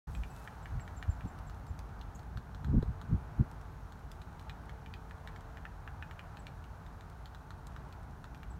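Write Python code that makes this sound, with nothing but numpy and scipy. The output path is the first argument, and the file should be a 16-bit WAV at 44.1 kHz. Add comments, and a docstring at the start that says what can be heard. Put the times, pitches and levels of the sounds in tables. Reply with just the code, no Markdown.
"""A small woodpecker chisels irregularly at a trunk in bare winter woods: each blow rings the damped wood and
rattles loose bark, flakes snap off, and neighbouring trunks scatter every tap. Small birds slip in thin, high
contact notes, each a nearly pure whistle. In the first seconds wind eddies thud on the microphone and two soft
rustles swell close by. Underneath lies a bed of far traffic rumble and tyre hush, with a machine hum and airy
hiss; a faint, thin whine comes and goes at even intervals."""
import sys
import numpy as np
from scipy import signal
from scipy.fft import rfft, irfft
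from scipy.io import wavfile
from scipy.ndimage import uniform_filter1d

SR = 44100
rng = np.random.default_rng(int(sys.argv[2]) if len(sys.argv) > 2 else 0)


def materialize(psi):
    """Save the field psi as 16-bit PCM at rate SR to the path in sys.argv[1].

    A 1-D psi becomes a single channel; in a 2-D psi each row is a channel.
    """
    bounded = np.clip(np.atleast_2d(psi).T, -1, 1)
    quanta = np.round(bounded * 32767).astype(np.int16)
    wavfile.write(sys.argv[1], SR, quanta)


N = 378819

# bill strikes (time [s], force [dB], pitch of the spot that is hit [Hz], loose bark rattle [dB])
STRIKES = [(0.1501, -52, 2400, -62), (0.235, -48, 2230, -68), (0.4753, -46.5, 1750, -69),
           (0.6572, -48, 1880, -74), (0.7964, -52.5, 1900, -76), (0.8778, -51, 1700, -67),
           (1.0265, -44.5, 1820, -58.5), (1.208, -52.5, 1960, -82), (1.4973, -58, 1350, -65),
           (2.013, -64, 2950, -61), (2.1935, -69, 2100, -65.5), (2.3732, -52, 1280, -58.5),
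           (2.5472, -58, 1280, -61.5), (2.6457, -53, 1340, -60), (2.826, -55, 1280, -62),
           (3.0145, -57, 1280, -59.5), (3.9226, -64, 1650, -66), (4.2171, -62, 2500, -62),
           (4.395, -65, 2650, -61.5), (4.496, -47.5, 2000, -54.5), (4.6943, -50, 1980, -66),
           (4.861, -53.5, 2200, -71), (4.9385, -49.5, 2250, -58.5), (5.11, -50.5, 1750, -74),
           (5.2743, -48.5, 1790, -55.5), (5.3613, -52.5, 1900, -67), (5.5715, -51, 1800, -70),
           (5.6527, -44.5, 1700, -77), (5.8763, -45.5, 1690, -77), (6.0249, -43.5, 1900, -71),
           (6.111, -50, 1950, -65), (6.193, -46.5, 2190, -66), (6.3705, -53, 2040, -63),
           (6.468, -49, 2180, -55.5), (6.641, -63.5, 2590, -71), (6.864, -63, 1750, -68),
           (7.009, -60, 2000, -64), (7.2575, -62, 2850, -59.5), (7.3477, -57.5, 1350, -62),
           (7.506, -54, 1300, -61.5), (7.7633, -52, 1380, -65), (7.9255, -61, 2150, -62),
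           (8.2424, -54.5, 1320, -61), (8.3464, -57, 2050, -68), (8.4314, -52, 1920, -67)]
# trunk resonances: knock, hollow, shell, low and high bark plate, bark edge
# (pitch [Hz], t60 [s], response to the blow [dB], response to loose bark [dB])
TRUNK_MODES = [(1290, 0.0078, 6, -11), (1785, .011, 1, -3), (2363, 0.03, -0.5, -20), (2900, .011, 4, -14),
               (3480, .0051, -2, -0.5), (4150, 0.008, -18.5, -0.5)]
# bark flakes snapping off (time [s], level [dB])
FLAKE_SNAPS = [(.3635, -59.5), (.45, -65), (1.388, -62), (1.667, -64), (1.791, -54.5), (3.5138, -62),
               (3.613, -64.5), (4.1165, -54), (5.408, -64), (7.099, -65), (7.6698, -56)]
# a flake's dry, bright colour (frequency [Hz], relative level [dB])
FLAKE_SPECTRUM = [(1800, -5), (3000, 0), (4100, -0.5), (5000, -3), (6500, -6), (8500, -5), (10500, -11),
                  (12000, -12), (15500, -20)]

# bird note shapes, in even steps along the note (pitch [ratio to the note's pitch])
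SEET_FALL = [1.065, 1.025, .997, .988, .99]
PIP_ARCH = [.97, 1.03, 1.01, .965, .947]
CHIP_SCOOP = [1.5, 1.06, .97, 1.15, 1.55]
WISP_LIFT = [.985, .99, 1.0, 1.015, 1.0]
WHISTLE_FLAT = [1, 1]
# a run of falling "seet" notes (time [s], pitch [Hz], level [dB])
SEET_RUN = [(.138, 7700, -67.5), (.298, 7700, -69), (.622, 7520, -71), (.800, 7500, -63),
            (.962, 7300, -62.5), (1.096, 7380, -62.5), (1.270, 7400, -68), (1.465, 7450, -69),
            (1.675, 7300, -71)]
# cues for two arched pips and for very faint, high wisps (time [s])
PIP_CUES = [6.389, 8.500]
WISP_CUES = [1.565, 2.355, 3.365, 3.470, 3.705, 8.345]

# wind puffs on the microphone (peak time [s], rise [s], level [dB], eddy cut-off [Hz])
WIND_PUFFS = [(.09, .027, -37, 81.5), (.21, .04, -36, 80), (.78, 0.041, -35, 129),
              (1.095, 0.0061, -24, 125), (1.254, 0.0083, -34, 253), (1.708, 0.0074, -32.5, 87.4),
              (2.375, .023, -37.5, 160), (2.712, 0.031, -29, 210), (2.746, 0.0068, -22, 342),
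              (2.778, .01, -19.5, 196), (2.83, 0.0016, -22.5, 390), (2.892, 0.015, -30, 158),
              (3.141, 0.019, -25, 215), (3.407, .0081, -21, 215)]
# soft, close rustles (peak time [s], rise [s], level [dB])
RUSTLE_SWELLS = [(.18, .07, -72), (.44, 0.15, -68)]
# colours of the bed: traffic rumble, tyre hush, airy hiss (frequency [Hz], relative level [dB])
RUMBLE_SPECTRUM = [(33, -9), (40, -1.5), (58, 3), (74, -4.5), (90, 0), (116, -9.5), (138, -5.5),
                   (180, -10.5), (210, -16), (270, -17.5), (325, -23.5), (480, -30.5)]
HUSH_SPECTRUM = [(350, -6), (500, -5.5), (700, 1.5), (850, 4), (1030, -0.5), (1500, -2), (1800, -10),
                 (2150, -15), (3000, -21), (5000, -30.5)]
AIR_SPECTRUM = [(2000, -9.5), (4000, 5), (5000, 0.5), (5600, 4), (6700, 2.5), (7800, -2), (9800, -0.5),
                (10500, -7), (11500, -1.5), (15700, -6)]
# slow fader ride on the bed (time [s], rumble gain [dB], hiss gain [dB])
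BED_RIDE = [(0, 6, 4), (.4, 1, 2.5), (1.3, 2, .5), (2.4, 2, -1.5), (3.3, 3, -0.5), (3.8, .5, -0.5),
            (5.3, .5, -.5), (7.6, -0.5, -1), (8.5, 2, -1.5)]
# tones of far machinery (pitch [Hz], level [dB])
HUM_TONES = [(447, -71.5), (371, -75), (877, -77)]

TOP_HZ = 15800  # high cut on the whole mix


def woodpecker(detune=.034, contact_s=.00017, spot_octaves=.14, ring_db=-1, splinter_t60=.018):
    """Each strike rings the wood, most near the spot's pitch; loose bark rattles and its fibres crack."""
    out, t = np.zeros(N), np.arange(SR // 20) / SR
    attack = slice(0, SR // 200)  # the first 5 ms set each layer's level
    push = 1 - np.exp(-t / contact_s)
    for s, force_db, spot_hz, bark_db in STRIKES:
        fibres = rng.standard_normal(len(t)) * undb(-60 * t / splinter_t60)
        crack = band(fibres, 3400, 8600) + undb(-8) * band(fibres, 8500, 15000)
        splinter_db = -40.5 + .39 * bark_db  # looser bark cracks louder
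        tap = undb(splinter_db) * crack / crack[attack].std()
        for k, (hz, t60, blow_db, rattle_db) in enumerate(TRUNK_MODES):
            nearness = 1 / np.hypot(1, np.log2(hz / spot_hz) / spot_octaves)
            strength = np.hypot(nearness * undb(force_db + blow_db), undb(bark_db + rattle_db))
            ring_hz = hz * (1 + detune * rng.standard_normal())
            ring = (-1) ** k * np.sin(2 * np.pi * ring_hz * t) * push * undb(-60 * t / t60)
            tap += undb(ring_db) * strength * ring / ring[attack].std()
        # the bird shifts between strikes, so each scatters in its own way
        add(out, s, woods(tap, near_db=-6.5, near_t60=.074, far_db=-16.5, far_t60=.42))
    return out


def bark_flakes(snap_t60=.014, crumb_db=-68, crumb_count=40):
    """Dry flakes snap off, and smaller crumbs tick faintly at random."""
    out, t = np.zeros(N), np.arange(SR // 40) / SR
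    grain = coloured(FLAKE_SPECTRUM)
    span_s = (N - len(t)) / SR
    crumbs = [(when * span_s, crumb_db - 10 * soft) for when, soft in rng.random((crumb_count, 2))]
    for s, db in list(FLAKE_SNAPS) + crumbs:
        snap = grain[int(s * SR):][:len(t)] * undb(-60 * t / snap_t60)
        add(out, s, undb(db) * snap / snap[:SR // 200].std())
    return woods(out, near_db=-10, near_t60=.05, far_db=-20, far_t60=.3)


def small_birds(waver=.008, overtone_db=-13):
    """Short, nearly pure whistles; each kind of note glides along its own shape."""
    out, tremor = np.zeros(N), 1 + waver * walk(600)
    # (time [s], length [s], pitch [Hz], level [dB], shape)
    notes = [(s, .028, hz, db, SEET_FALL) for s, hz, db in SEET_RUN]
    notes += [(s, .022, 7820, -67, PIP_ARCH) for s in PIP_CUES]
    notes += [(s, .043, 11600, -83, WISP_LIFT) for s in WISP_CUES]
    notes.append((2.147, .019, 6470, -60, CHIP_SCOOP))  # one sharp chip
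    notes.append((.255, .22, 2605, -73, WHISTLE_FLAT))  # one far whistle
    for s, length_s, hz, db, shape in notes:
        n = int(length_s * SR)
        glide = np.interp(np.linspace(0, 1, n), np.linspace(0, 1, len(shape)), shape)
        pitch = hz * glide * tremor[int(s * SR):][:n]
        phase = 2 * np.pi * np.cumsum(pitch) / SR
        overtone = undb(overtone_db) * np.sin(2 * phase) * (2 * pitch < .9 * TOP_HZ)
        fade = signal.windows.tukey(n, .5)
        add(out, s, undb(db) * np.sqrt(2) * fade * (np.sin(phase) + overtone))
    return woods(out, near_db=-10, near_t60=.19, far_db=-11, far_t60=.13)


def wind_puffs(lowest_hz=44, knee_hz=70, slowest_fall_s=.013):
    """Eddies cross the microphone port as brief, low thuds, each with its own strength, length and depth."""
    out, t = np.zeros(N), np.arange(SR // 2) / SR
    for s, rise_s, db, cutoff_hz in WIND_PUFFS:
        centre = min(s, t[-1] / 2)
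        pace = np.where(t < centre, rise_s, min(rise_s, slowest_fall_s))
        swell = 1 / np.cosh(np.minimum(abs(t - centre) / pace, 20))
        pressure = signal.lfilter(*signal.butter(1, knee_hz, fs=SR), rng.standard_normal(len(t)))
        eddies = band(pressure, lowest_hz, cutoff_hz, order=3)
        # level the noise, so the swell alone sets how hard the air pushes
        eddies /= np.sqrt(uniform_filter1d(eddies ** 2, SR // 50) + 1e-12)
        add(out, s - centre, undb(db) * swell * eddies)
    return out


def rustle(grains_per_s=900, grain_s=.0005, fall_s=.028):
    """Many tiny slips merge into a fine, dry crackle that swells and then stops."""
    t = np.arange(N) / SR
    swell = sum(undb(db) * np.exp(-np.maximum((s - t) / rise_s, (t - s) / fall_s))
                for s, rise_s, db in RUSTLE_SWELLS)
    onsets = rng.random(N) < grains_per_s / SR
    accent_db = np.minimum(rng.exponential(size=N), 4)
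    slips = signal.lfilter([1], [1, -np.exp(-1 / (grain_s * SR))], onsets * undb(accent_db))
    grains = slips * rng.standard_normal(N)
    return unit(band(grains, 3500, 14000, order=1)) * swell


def traffic_and_air(rumble_db=-48, hush_db=-56, air_db=-74):
    """The bed: far traffic rumbles, tyres hush, and an airy hiss follows the breeze."""
    t = np.arange(N) / SR
    times, *gains = np.transpose(BED_RIDE)
    rumble_ride, hiss_ride = (np.interp(t, times, gain) for gain in gains)
    rumble = coloured(RUMBLE_SPECTRUM) * undb(rumble_db + rumble_ride + .58 * walk(7))
    hush = coloured(HUSH_SPECTRUM) * undb(hush_db + .59 * hiss_ride + .78 * walk(3.25))
    air = coloured(AIR_SPECTRUM) * undb(air_db + hiss_ride + .19 * walk(22))
    return rumble + hush + air


def machine_hum(wander_db=2, waver=.003115):
    """Far machinery holds three faint tones, each drifting in level and pitch."""
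    return sum(undb(db + wander_db * walk(1.74)) * wavering_tone(hz, waver, rate_hz=5)
               for hz, db in HUM_TONES)


def whine(hz=9960, db=-88, first_s=1.21, every_s=1.0, length_s=.11):
    """A thin, wavering tone fades in and out at even intervals."""
    gate = np.zeros(N)
    for s in np.arange(first_s, N / SR, every_s):
        add(gate, s - length_s / 2, signal.windows.tukey(int(length_s * SR), .5))
    return undb(db) * gate * wavering_tone(hz, waver=.005, rate_hz=300)


def woods(x, near_db, near_t60, far_db, far_t60):
    """The space: direct sound, quick sparse reflections off nearby trunks, a faint tail from beyond."""
    t = np.arange(SR // 3) / SR
    scatter = rng.standard_normal((2, len(t)))
    near = scatter[0] ** 3 * undb(-60 * t / near_t60) * (t > .003)  # cubing thins the noise to spikes
    far = scatter[1] * undb(-60 * t / far_t60) * (t > .012)
    response = undb(near_db) * near / np.linalg.norm(near) + undb(far_db) * far / np.linalg.norm(far)
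    response[0] = 1  # direct sound
    return signal.fftconvolve(x, response)[:N]


def undb(db):
    """Decibels to gain."""
    return 10 ** (np.asarray(db) / 20)


def unit(x):
    """Scale to rms 1."""
    return x / np.sqrt(np.mean(x ** 2) + 1e-20)


def add(out, s, x):
    """Mix x into out from time s."""
    i = max(int(s * SR), 0)
    out[i:i + len(x)] += x[:max(N - i, 0)]


def band(x, lo_hz, hi_hz, order=2):
    """Causal band-pass."""
    return signal.sosfilt(signal.butter(order, [lo_hz, hi_hz], "band", fs=SR, output="sos"), x)


def coloured(points):
    """Noise of rms 1 shaped by (frequency [Hz], level [dB]) points, rolling off steeply outside them."""
    hz, db = np.transpose(points)
    f = np.arange(1, N // 2 + 2) * SR / N
    colour = undb(np.interp(np.log(f), np.log(hz), db))
    skirts = np.minimum(f / hz[0], 1) ** 4 * np.minimum(hz[-1] / f, 1) ** 4
    return unit(irfft(rfft(rng.standard_normal(N)) * colour * skirts, N))


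def walk(rate_hz):
    """Smooth random wander of rms 1."""
    k = int(SR / rate_hz)
    steps = np.repeat(rng.standard_normal(N // k + 1), k)
    return unit(uniform_filter1d(uniform_filter1d(steps, k), k)[:N])


def wavering_tone(hz, waver, rate_hz):
    """A sine of rms 1 whose pitch wanders by the fraction waver."""
    pitch = hz * (1 + waver * walk(rate_hz))
    return unit(np.sin(2 * np.pi * np.cumsum(pitch) / SR))


def scene():
    """All layers are mixed together."""
    events = woodpecker() + bark_flakes() + small_birds() + wind_puffs() + rustle()
    return (events + traffic_and_air() + machine_hum() + whine())[None]


def record(dry):
    """The microphone opens after a moment of silence; a steep high cut trims the top."""
    opens_s, fade_s = .0705, .004
    fade_in = np.clip((np.arange(N) / SR - opens_s) / fade_s, 0, 1)
    high_cut = signal.ellip(10, .1, 70, TOP_HZ, fs=SR, output="sos")
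    return signal.sosfilt(high_cut, dry * fade_in)


dry = scene()
out = record(dry)
materialize(out)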